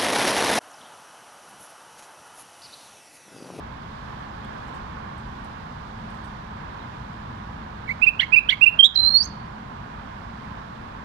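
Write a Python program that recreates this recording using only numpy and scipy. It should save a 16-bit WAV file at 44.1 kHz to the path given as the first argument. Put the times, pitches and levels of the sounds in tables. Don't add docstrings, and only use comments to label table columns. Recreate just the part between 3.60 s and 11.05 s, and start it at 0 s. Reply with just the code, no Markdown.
import sys
import numpy as np
from scipy import signal
from scipy.fft import rfft, irfft, next_fast_len
from scipy.io import wavfile
from scipy.ndimage import uniform_filter1d, minimum_filter1d, map_coordinates

SR = 44100
rng = np.random.default_rng(int(sys.argv[2]) if len(sys.argv) > 2 else 0)


def bounce(signal):
    frames = np.transpose(np.atleast_2d(signal))
    limited = np.clip(frames, -1, 1)
    pcm = np.round(limited * 32767).astype(np.int16)
    wavfile.write(sys.argv[1], SR, pcm)


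N = 328500
T = np.arange(N) / SR

# f/Hz, relative level/dB
TYRE_EQ = [(100, -9), (280, -8), (420, -9), (600, -6), (800, -0.5), (1050, 3.5), (1300, -2.5), (1650, -2.5),
           (1900, -9.5), (2300, -13), (3600, -21), (5000, -34.5), (7000, -53.5)]
HISS_EQ = [(1500, -24), (2500, -2.5), (3600, 1.5), (5000, -4.5), (7000, -14), (10000, -26), (15000, -34.5)]
ENGINE_EQ = [(12, -29.5), (20, -14), (49, 3), (65, 3), (85, -1.5), (103, 0.5), (154, 0), (184, -3),
             (211, 1), (228, -1.5), (269, -10), (334, -17), (370, -31.5), (420, -21), (550, -35.5),
             (920, -120)]
# t/s, half-width/s, hum boost/dB, hiss boost/dB
SWELLS = [(.3, .25, -0.5, 3), (1.0, 0.63, 1.85, 3), (2.8, 1.0, 0.6, 2.5), (6.95, .5, .5, 1.5)]
# f/Hz, left minus right/dB
STREET_SHADE = [(280, 3.5), (420, 2.5), (600, -2.5), (1050, -3.5), (1300, -7.5), (1600, -12), (2200, -7.5),
                (3600, -15.5), (5000, -17), (7000, -9.5), (10000, 0), (15000, 0.5)]
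BIRD_SHADE = [(1500, -11.5), (2050, -12.5), (2300, -14.5), (2700, -26.5), (3200, -16.5), (4200, -25.5),
              (7000, -31), (13000, -18.5)]
# f/Hz, t60/s
BALCONY_DECAY = [(1500, 0.47), (3000, 0.32), (5000, .42), (9000, 0.19), (15000, 0.095)]
# f/Hz, relative level/dB
OCTAVE_EQ = [(4000, -27), (4600, -28), (5200, -43), (6300, -54), (6900, -28.5), (7600, -30.5), (8200, -46),
             (9400, -44.5), (12500, -27)]
BUZZ_EQ = [(6000, -44), (8300, -54), (9500, -62.5), (10800, -51.5), (12300, -60.5), (13600, -52),
           (15200, -53), (16000, -60)]
RASP_EQ = [(1200, -16.5), (1900, -6.5), (3300, 0), (4300, -2), (5200, -16), (6500, -18.5), (8500, -38.5),
           (15000, -34)]
# t/s, f/Hz, level before reverb/dB
FAR_CHIRPS = [
    [(3.06, 3850, -70), (3.09, 3900, -51), (3.13, 3830, -67)],
    [(3.16, 3850, -67), (3.20, 3820, -53), (3.24, 3880, -70)],
]
# t/s, relative level/dB, t60/s, bright spot f/Hz
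CLAW_HITS = [(0.5891, -60, .12, 7080), (0.847, -45.5, 0.022, 7320), (1.0744, -55, .15, 7330),
             (1.1408, -52, .18, 7810), (1.5778, -55, .15, 7810), (1.8428, -50.5, .1, 10100),
             (2.5013, -52.5, .06, 8340), (2.5422, -56, .12, 8080), (2.6429, -52.5, .18, 8600)]
# f/Hz, relative level/dB
SCRATCH_EQ = [(1500, -9), (3200, 1), (5500, -6.5), (8500, -1), (11000, -10), (15500, -17)]
# t/s, f/Hz, level/dB, t60/s
WIRE_PINGS = [(0.847, 3350, -40, 0.035), (2.645, 4600, -57, .15)]
# t/s, length/s, top f/Hz, level/dB, attack/s
SLURS = [(4.414, 0.042, 2750, -5, .022), (4.462, 0.038, 2690, -4.5, .012), (4.719, .042, 2755, -2.5, .022),
         (4.755, 0.047, 2640, -4.5, .013), (5.009, .043, 2820, -.5, .021), (5.056, .040, 2760, -2.5, .01)]
# t/s, pitch ratio, gain/dB
CHIP_CUES = [(4.591, .99, -1), (4.886, 1.02, 1.5)]
# t after the cue/s, f/Hz, relative level/dB
CHIP_HIGH = [(0, 3010, -33.5), (.005, 2950, -10.5), (.011, 3230, -1.5), (.015, 3550, -21),
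             (.021, 4420, -25), (.025, 3180, -20.5), (.031, 2780, -17), (.036, 2754, -30)]
CHIP_LOW = [(.001, 1498, -35), (.012, 1640, -25.5), (.02, 2270, -20), (.031, 1798, -22), (.045, 2220, -14),
            (.054, 2130, -27.5)]
# t/s, f/Hz, level/dB
OPENING_CHIRP = [(4.276, 2260, -37), (4.287, 2240, -30), (4.294, 2010, -20), (4.304, 2080, -25),
                 (4.314, 2250, -19), (4.325, 2290, -35)]
RISE = [(5.188, 3120, -22), (5.193, 3187, 0.5), (5.21, 3181, 6), (5.222, 3137, -18.5), (5.23, 3170, 2),
        (5.244, 3360, 4.5), (5.251, 3735, -1.5), (5.265, 3804, -3), (5.273, 3630, -26.5)]
RISE_BEAT_TONE = [(5.245, 3420, -4), (5.268, 3500, -8.5)]
# t/s, level/dB
LONG_ENVELOPE = [(5.344, -48), (5.352, -31), (5.36, -9), (5.41, -14.5), (5.465, -11), (5.525, -19),
                 (5.55, -9.5), (5.585, -11), (5.6, -23), (5.622, -18), (5.632, -28), (5.655, -30),
                 (5.665, -48)]


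def amp(db):
    return 10 ** (np.asarray(db) / 20)


def unit(x):
    return x / np.sqrt(np.mean(x ** 2) + 1e-20)


def along(points, hz):
    f, v = np.transpose(points)
    return np.interp(np.log(hz + 1), np.log(f + 1), v)


def curves(rows, t):
    times, *columns = np.transpose(rows)
    return [np.interp(t, np.sort(times), column) for column in columns]


def wobble(rate, size=N):
    knots = rng.standard_normal(int(size * rate / SR) + 4)
    return map_coordinates(knots, [np.arange(size) * rate / SR])


def filtered(x, response):
    size = next_fast_len(N + 8192)
    return irfft(rfft(x, size) * response(np.fft.rfftfreq(size, 1 / SR)), size)[..., :N]


def noise(eq):
    return unit(filtered(rng.standard_normal(N), lambda hz: amp(along(eq, hz))))


def far_side(x, shade, lag_s=25 / SR):
    return filtered(x, lambda hz: amp(along(shade, hz)) * np.exp(-2j * np.pi * hz * lag_s))


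def street(eq, coherence):
    right = noise(eq)
    left = coherence * right + np.sqrt(1 - coherence ** 2) * noise(eq)
    return np.array([far_side(left, STREET_SHADE), right])


def traffic(hum_db=-38, hiss_db=-55.5, rumble_db=-40):
    hum_swell, hiss_swell = sum(np.outer(boosts, np.exp(-((T - centre) / width) ** 2))
                                for centre, width, *boosts in SWELLS)
    hum = amp(hum_db + hum_swell + .39 * wobble(7.6)) * street(TYRE_EQ, coherence=.35)
    hiss = amp(hiss_db + hiss_swell + .6 * wobble(3.9)) * street(HISS_EQ, coherence=.058)
    rumble = amp(rumble_db + .62 * wobble(3.8)) * noise(ENGINE_EQ)
    return hum + hiss + rumble


def balcony_reverb(x, early_db, early_t60, tail_db):
    hz, t, bands = signal.stft(rng.standard_normal((2, SR // 2)), SR, nperseg=256)
    decay = amp(-60 * t / along(BALCONY_DECAY, hz)[:, None])
    tail = signal.istft(bands * decay, SR, nperseg=256)[1]
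    age = np.arange(tail.shape[1]) / SR
    early = rng.standard_normal(tail.shape) * amp(-60 * age / early_t60) * (age > .003)
    impulse = amp(early_db) * early / np.linalg.norm(early[0])
    impulse += amp(tail_db) * tail / np.linalg.norm(tail[0])
    return signal.fftconvolve(x[None], impulse, axes=1)[:, :N] * amp([[-10.5], [0]])


def syrinx(syllables, jitter, flutter, rasp):
    whistle, overtones, hoarse = np.zeros((3, N))
    for contour in syllables:
        times = np.transpose(contour)[0]
        span = slice(int(times.min() * SR), int(times.max() * SR))
        n = len(T[span])
        hz, db = [uniform_filter1d(curve, size=110) for curve in curves(contour, T[span])]
        sweep = np.minimum(np.abs(np.gradient(np.log(hz))) * SR / 35, 1)
        strain = along([(3300, .5), (4000, 1)], hz)
        hz = hz * (1 + jitter * strain * wobble(190, n) + rasp * sweep * wobble(1500, n))
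        phase = 2 * np.pi * np.cumsum(hz) / SR
        fades = signal.windows.tukey(n, min(1, 260 / n))
        level = amp(db + flutter * strain * wobble(150, n)) * fades
        whistle[span] += level * (np.sin(phase) + amp(along(OCTAVE_EQ, 2 * hz)) * np.sin(2 * phase))
        hoarse[span] += np.minimum(level, .15) ** .5 * sweep ** 2 * (hz < 4500)
        overtones[span] += level * amp(-39 - 22 * strain + 4.5 * wobble(27, n)) * np.sin(1.5 * phase)
        buzz = level ** .63 * amp(along([(2800, -2), (3400, 1.5), (4100, -36.5)], hz))
        for k in range(3, 8):
            gain = amp(along(BUZZ_EQ, k * hz) + 4.2 * wobble(140, n)) * (k * hz < SR / 2)
            blurred_phase = phase + .14 * wobble(700, n)
            overtones[span] += buzz * gain * np.sin(k * blurred_phase)
    return np.sqrt(2) * np.array([whistle, overtones + amp(-23.5) * hoarse * noise(RASP_EQ)])


def far_bird():
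    whistle, _ = syrinx(FAR_CHIRPS, jitter=.04, flutter=3, rasp=.03)
    return balcony_reverb(whistle, early_db=-3, early_t60=.08, tail_db=-12)


def claws():
    out = np.zeros((2, N + SR))
    n = SR // 2
    age = T[:n]
    hz = np.fft.rfftfreq(n, 1 / SR)
    for start, db, t60, bright_hz in CLAW_HITS:
        colour = amp(along(SCRATCH_EQ, hz) + 7 * np.exp(-((hz - bright_hz) / 900) ** 2))
        grit = unit(irfft(rfft(rng.standard_normal((2, n))) * colour, n))
        attack = 1 - np.exp(-age / .0005)
        out[:, round(start * SR):][:, :n] += grit * attack * amp(db - 3 - 60 * age / t60)
    for start, wire_hz, db, t60 in WIRE_PINGS:
        ping = amp(db - 60 * age / t60) * np.sin(2 * np.pi * wire_hz * age)
        out[:, round(start * SR):][:, :n] += ping
    return out[:, :N] * amp([[-10], [0]])


def slurs(scoop_hz=413, release_s=.013, depth_db=27):
    notes = []
    for start, length, top_hz, db, attack_s in SLURS:
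        age = np.arange(0, length, .001)
        hz = top_hz - scoop_hz * np.abs(1 - age / length) ** 2.1
        opening = np.clip(np.minimum(age / attack_s, (length - age) / release_s), 0, 1)
        notes.append(np.transpose([start + age, hz, db - depth_db * (1 - opening) ** 2]))
    return notes


def chips(contour):
    return [[(start + age, hz * ratio, db + gain_db) for age, hz, db in contour]
            for start, ratio, gain_db in CHIP_CUES]


def long_note(start_s=5.344, flick_at_s=5.624, end_s=5.665, hold_hz=4068):
    t = np.arange(start_s, end_s, .001)
    age = t - start_s
    swoop_hz = 1950 * (1 - np.clip(age / .012, 0, 1) ** 2)
    creep_hz = 600 * age
    climb_hz = 540 * np.clip(age / (flick_at_s - start_s), 0, 1) ** 6
    flick_hz = 1690 * (1 - np.exp(-np.maximum(t - flick_at_s, 0) / .012))
    hz = hold_hz + swoop_hz + creep_hz + climb_hz + flick_hz
    return np.transpose([t, hz, *curves(LONG_ENVELOPE, t)])


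def phrase():
    clear = syrinx([OPENING_CHIRP, *slurs(), RISE], jitter=.0093, flutter=1, rasp=.028)
    held = syrinx([long_note()], jitter=.011, flutter=3.5, rasp=.015)
    chip_tops = syrinx(chips(CHIP_HIGH), jitter=.015, flutter=0, rasp=.02)
    rough = syrinx(chips(CHIP_LOW) + [RISE_BEAT_TONE], jitter=.03, flutter=4.5, rasp=.069)
    return clear + held + chip_tops + rough


def bulbul():
    whistle, overtones = phrase()
    direct = whistle + overtones
    wet = balcony_reverb(whistle, early_db=-9, early_t60=.06, tail_db=-21.5)
    wet += balcony_reverb(overtones, early_db=-3.5, early_t60=.067, tail_db=-12)
    return np.array([far_side(direct, BIRD_SHADE), direct]) + wet


def scene():
    return bulbul() + far_bird() + claws() + traffic()


def compress(x, threshold_db, slope, release_db_per_s, ceiling):
    peak = -minimum_filter1d(-np.max(np.abs(x), axis=0), size=133)
    peak_db = 20 * np.log10(peak / ceiling + 1e-9)
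    cut_db = np.maximum(slope * np.maximum(peak_db - threshold_db, 0), peak_db)
    held_db = np.maximum.accumulate(cut_db + release_db_per_s * T) - release_db_per_s * T
    return x * amp(-uniform_filter1d(uniform_filter1d(held_db, size=66), size=66))


def record(dry, top_hz=15800):
    ducked = compress(dry, threshold_db=-7, slope=.46, release_db_per_s=44.5, ceiling=.96)
    return filtered(ducked, lambda hz: hz < top_hz)


dry = scene()
out = record(dry)
bounce(out)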